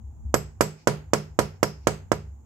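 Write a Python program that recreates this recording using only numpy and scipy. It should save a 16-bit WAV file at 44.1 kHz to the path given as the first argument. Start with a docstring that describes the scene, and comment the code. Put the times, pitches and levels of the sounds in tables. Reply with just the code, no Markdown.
"""Hammer taps on a steel block

A small steel hammer taps a ring on a steel block, close to the right microphone of a phone on the
same bench. Each of the eight taps is a blunt knock with a bright crack; block, hammer and bench ring
briefly and the workshop answers. Behind them are faint scuffs, a low wavering rumble and thin hiss."""
import sys
import numpy as np
from scipy import signal
from scipy.fft import rfft, irfft
from scipy.io import wavfile
from scipy.ndimage import uniform_filter1d

SR = 44100
rng = np.random.default_rng(int(sys.argv[2]) if len(sys.argv) > 2 else 0)


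def master_out(mix):
    """Clip the mix to full scale and print it as 16-bit PCM to the path in sys.argv[1]."""
    frames = np.transpose(np.atleast_2d(mix))
    ceiling = np.clip(frames, -1, 1)
    pcm = np.round(ceiling * 32767).astype(np.int16)
    wavfile.write(sys.argv[1], SR, pcm)


N = 108045
PUSH_S = .00064  # how long the hammer's landing lasts


# Each row: time in seconds, then levels in dB: knock, bench and room, crack, four rings from low to high.
HAMMER_TAPS = [(0.3418, 0.0066, -1, -19, -28, -25.5, -20, -24), (0.6084, 0, 0, -16, -28, -23.5, -19, -27),
               (.87252, 0.018, 2, -17.5, -41.5, -27.5, -34.5, -39),
               (1.134, 0, 0, -17, -27, -26.5, -30.5, -37),
               (1.3899, 0.026, 0.5, -17.5, -28.5, -27, -37, -33),
               (1.62998, 0.017, -2, -18, -23, -26.5, -33.5, -31),
               (1.8709, 0, 0, -16.5, -42, -25.5, -26.5, -46.5),
               (2.11757, 0, -4.5, -22.5, -37, -33.5, -36, -40.5)]

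def taps():
    """The hammer lands close on the right; its sound reaches the left microphone a moment later."""
    out, size = np.zeros((2, N + SR)), 16384
    lag_s, treble_delay_s, treble_rise_s = stereo(.00011, 0), .0006, .0012
    elapsed = np.arange(size) / SR
    shared_bands = room_bands(elapsed)[1]
    for when, knock_db, body_db, crack_db, *rings_db in HAMMER_TAPS:
        start = int((when - PUSH_S / 2) * SR)
        t = elapsed + start / SR - when + PUSH_S / 2 - lag_s
        wobble = bench(t)
        late = t - treble_delay_s
        treble = (crack(late, crack_db) + steel(late, rings_db)) * np.clip(late / treble_rise_s, 0, 1)
        body = wobble + room(elapsed, shared_bands, crack_db)
        out[:, start:start + size] += undb(knock_db) * knock(t) + treble + undb(body_db) * body
    return out[:, :N]


def landing(t):
    """A short dip of pressure as the steel lands."""
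    return -np.abs(np.sin(np.pi * np.clip(t / PUSH_S, 0, 1))) ** 1.43


# Things near the block. Each row: delay in seconds, left and right level in dB against the landing.
NEAR_ECHOES = [(.0032, -30.5, -44.5), (.0053, -27.5, -11), (0.012, -19.5, -12.5), (0.015, -22.5, -13.5)]

def knock(t):
    """The landing, a longer and flatter rebound, and echoes of the landing from things nearby."""
    rebound_s = .0012
    rebound = undb(-6) * np.sin(np.pi * np.clip((t - PUSH_S) / rebound_s, 0, 1)) ** .5
    echoes = sum(undb(stereo(left, right)) * landing(t - delay) for delay, left, right in NEAR_ECHOES)
    return (landing(t) + rebound) * undb(stereo(-17, 0)) + echoes


# The crack from close up. Each row: frequency in Hz, relative level in dB.
CRACK_SPECTRUM = [(880, -27.5), (1500, 9), (2610, -1), (3880, -8.5), (5120, -1), (6060, -3.5), (7690, 0.5),
                  (8400, -10), (9650, -15), (10200, -10.5), (13000, -17), (16000, -21.5)]

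def crack(t, db):
    """The bright noise of the impact: a sharp tick on top of a short burst."""
    grit = unit(coloured(lambda f: undb(read(CRACK_SPECTRUM, f)) * (f > 1200), t.shape[1], channels=2))
    return undb(stereo(db - 8, db)) * grit * (fade(t, t60=.035) + undb(-3) * fade(t, t60=.004))


# Block and hammer. Each row: frequency and width in Hz, the burst's T60 in seconds and left offset in dB,
# then the lingering part's relative level in dB, T60 in seconds and left offset in dB.
STEEL_RINGS = [(5250, 700, .03, -3, -20, .33, 3), (6500, 500, .03, -8, -24, .35, 0),
               (7720, 350, .03, -11, -22, .28, 4), (12670, 30, .025, -10, -9, .16, -10)]
# Two brief upper modes. Each row: frequency in Hz, level in dB against the third ring, T60 in seconds.
UPPER_MODES = [(10480, -11, .05), (11790, -14, .035)]

def steel(t, levels_db):
    """Each ring is a cluster of close modes: a quick burst, then a weaker part that lingers."""
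    out = 0
    for db, (hz, width, t60, left_db, late_db, late_t60, late_left_db) in zip(levels_db, STEEL_RINGS):
        ring = unit(coloured(lambda f: peak(f, hz, width), t.shape[1], channels=3))
        ring = ring / np.sqrt(uniform_filter1d(ring ** 2, size=1024) + 0.3)  # evens out the beating
        burst = undb(stereo(left_db, 0)) * fade(t, t60) * ring[0]
        lingering = undb(late_db + stereo(late_left_db, 0)) * fade(t, late_t60) * ring[1:]
        out += undb(db) * (burst + lingering)
    for hz, db, t60 in UPPER_MODES:
        tone = np.sin(2 * np.pi * hz * t + 6 * rng.random((2, 1)))
        out += undb(levels_db[2] + db + stereo(-6, 0)) * fade(t, t60) * tone
    return out


# The bench under the phone and the air around it.
# Each row: frequency in Hz, delay in seconds, relative left and right level in dB, T60 in seconds.
BENCH_MODES = [(109.4, 0.0047, -39, -29.5, 0.14), (122.6, 0.01103, -46.5, -28.5, 0.22),
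               (151, 0.0085, -28, -25, 0.34), (185.6, .01, -23, -26, 0.15), (204.6, .0102, -26, -24, 0.21),
               (218, 0.0026, -34.5, -35.5, 0.12), (409.2, 0.0029, -37, -45.5, 0.23),
               (499.4, .004, -30, -30, 0.085), (553, 0.00341, -41.5, -33, 0.21),
               (753.8, .002, -35.5, -28, 0.11), (973, 0.003242, -44, -27.5, 0.12),
               (1115, .002, -31, -35, 0.063), (1245, 0.0018, -39.5, -30, 0.11),
               (1620, .002, -28.5, -21, 0.025)]

def bench(t):
    """Each tap lands on a slightly new spot, so the modes shift a little in level and pitch."""
    spread_db, spread_detune, swell_s = 1.5, .006, .039
    spot = rng.standard_normal((len(BENCH_MODES), 2)) * [spread_db, spread_detune]
    out = 0
    for (hz, delay, left, right, t60), (db, detune) in zip(BENCH_MODES, spot):
        age = t - delay
        # The workshop's air modes take time to build.
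        swell = 1 - np.exp(-np.maximum(age, 0) / swell_s) if 140 < hz < 210 else 1
        tone = np.sin(2 * np.pi * hz * (1 + detune) * age)
        out -= undb(stereo(left, right) + db) * fade(age, t60) * swell * tone
    return out


# The workshop's answer, heard from the bench. Each row: frequency in Hz, relative level in dB.
ROOM_SPECTRUM = [(240, -10.5), (290, -20.5), (400, -5), (560, -12.5), (750, -18), (1000, -21), (1500, -26),
                 (2500, -30), (3100, -33), (3800, -35.5), (4600, -30), (6000, -31.5), (7800, -28),
                 (8600, -36), (11000, -41.5), (13500, -49.5), (16000, -48)]
# Each row: frequency in Hz, level at the left microphone in dB against the right.
ROOM_BALANCE = [(100, 14.5), (400, -5.5), (1000, -5), (2200, 0.5), (4000, 2), (10000, 4.5), (15000, 0)]
# Each row: frequency in Hz, T60 in seconds.
ROOM_DECAY = [(100, 0.45), (250, 0.28), (600, 0.26), (1500, .35), (4000, 0.3), (8000, 0.14), (15000, 0.35)]

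def room_bands(t):
    """Reverberation as third-octave bands of noise, each dying at its own rate."""
    f, spectra = mic_pair(lambda f: undb(read(ROOM_SPECTRUM, f)) * (f > 235), ROOM_BALANCE, len(t))
    centres = 90 * 2 ** (np.arange(23) / 3)
    bands = []
    for hz in centres:
        share = np.clip(1 - abs(3 * np.log2(np.maximum(f, 1) / hz)), 0, 1)
        bands.append(irfft(spectra * share, len(t)) * fade(t, read(ROOM_DECAY, hz)))
    return centres, np.array(bands)


def room(t, shared_bands, crack_db):
    """The workshop answers: the low part repeats from tap to tap, the treble is new each time."""
    same_below_hz, build_s = 3400, .0013
    hz, fresh_bands = room_bands(t)
    same = (1 / (1 + (hz / same_below_hz) ** 2))[:, None, None]
    bright = undb(1.5 * (crack_db + 15.5))  # a sharper crack leaves more treble in the room
    tail = (np.sqrt(same) * shared_bands + bright * np.sqrt(1 - same) * fresh_bands).sum(axis=0)
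    return undb(-27) * tail * (1 - np.exp(-t / build_s))


# Faint scuffs around the taps. Each row: midpoint in seconds, length in seconds, level in dB.
SOFT_RUBS = [(0.806, 0.12, -65.5), (1.566, 0.048, -73.5), (1.843, 0.088, -71.5), (2.409, 0.023, -90)]

def scuffs():
    """Soft rubs with two broad treble peaks, each swelling and fading."""
    t = np.arange(N) / SR
    rub = unit(coloured(lambda f: peak(f, 2400, 800) + 1.1 * peak(f, 5200, 1800), N, channels=2))
    return rub * sum(undb(db) * np.exp(-2 * ((t - mid) / (span / 2)) ** 2) for mid, span, db in SOFT_RUBS)


# Rumble at the bench. Each row: frequency in Hz, width in Hz, relative level in dB.
RUMBLE_BANDS = [(45.7, 25, -18.5), (69.2, 6.7, 6), (93.8, 8.4, -2), (146, 5.7, -21.5), (218.2, 8.5, -19)]
# Each row: time in seconds, level in dB.
RUMBLE_LEVELS = [(0, -35.5), (.15, -43), (0.251, -33), (.31, -42), (0.599, -45.5), (.85, -59.5),
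                 (0.999, -45), (1.199, -49.5), (1.4, -43), (1.6, -52), (1.801, -51.5), (2.1, -42),
                 (2.45, -51)]

def rumble():
    """Narrow low bands of noise that swell and sink, nearly the same at both microphones."""
    def gain(f):
        return sum(undb(db) * peak(f, hz, width) for hz, width, db in RUMBLE_BANDS)
    mid, side = unit(coloured(gain, N, channels=2))
    times, levels_db = np.array(RUMBLE_LEVELS).T
    return undb(np.interp(np.arange(N) / SR, times, levels_db)) * (mid + side * stereo(.13, -.13))


# Room tone at the bench. Each row: frequency in Hz, relative level in dB.
AIR_SPECTRUM = [(15, -67), (25, -37), (48, -3), (76, 0), (102, -9.5), (120, -39.5), (161, -45.5),
                (212, -38.5), (249, -36), (277, -40.5), (575, -52.5), (818, -45), (1610, -67), (4740, -81),
                (7110, -54.5), (8590, -76), (16000, -74.5)]
# Each row: frequency in Hz, level at the left microphone in dB against the right.
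AIR_BALANCE = [(100, 7), (300, -2.5), (700, -4), (1300, 0.5), (2400, 1), (4400, 0.5), (7200, -12.5),
               (10000, -2.5), (15000, -0.5)]

def air():
    """Steady workshop noise; the band of hiss sits on the right."""
    _, spectra = mic_pair(lambda f: undb(read(AIR_SPECTRUM, f)) * (f > 110), AIR_BALANCE, N)
    return undb(-63) * irfft(spectra, N)


def mic_pair(gain, balance, size, alike_below_hz=280):
    """Frequencies and spectra of noise at two microphones: alike in the bass, unrelated higher up."""
    f = np.fft.rfftfreq(size, 1 / SR)
    right, other = rfft(unit(coloured(gain, size, channels=2)))
    alike = 1 / (1 + (f / alike_below_hz) ** 2)
    left = (alike * right + np.sqrt(1 - alike ** 2) * other) * undb(read(balance, f))
    return f, np.array([left, right])


def coloured(gain, size, channels):
    """Noise whose amplitude spectrum is gain(Hz)."""
    return irfft(rfft(rng.standard_normal((channels, size))) * gain(np.fft.rfftfreq(size, 1 / SR)), size)


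def peak(f, hz, width):
    """A resonance curve, width Hz across at half height."""
    return 1 / (1 + (2 * (f - hz) / width) ** 2)


def fade(t, t60):
    """Silent before t = 0, then falling 60 dB every t60 seconds."""
    return (t >= 0) * np.exp(-np.log(1000) * np.maximum(t, 0) / t60)


def read(table, hz):
    """Value of a (Hz, value) table on a log frequency axis."""
    table = np.array(table, float)
    return np.interp(np.log(np.maximum(hz, 1)), np.log(table[:, 0]), table[:, 1])


def stereo(left, right):
    return np.array([[left], [right]])


def undb(db):
    return 10 ** (np.asarray(db, float) / 20)


def unit(x):
    return x / np.sqrt(np.mean(x ** 2))


def scene():
    """Close taps over the quiet workshop."""
    return taps() + scuffs() + air() + rumble()


def record(dry):
    """The phone on the bench thins the deepest bass, rounds the peaks and cuts the top."""
    low_cut_hz, drive, top_hz = 50, 1.4, 15550
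    thin = signal.sosfilt(signal.butter(2, low_cut_hz, "high", fs=SR, output="sos"), dry)
    rounded = np.tanh(drive * thin) / np.tanh(drive)
    return signal.sosfilt(signal.ellip(8, .2, 70, top_hz, fs=SR, output="sos"), rounded)


dry = scene()
out = record(dry)
master_out(out)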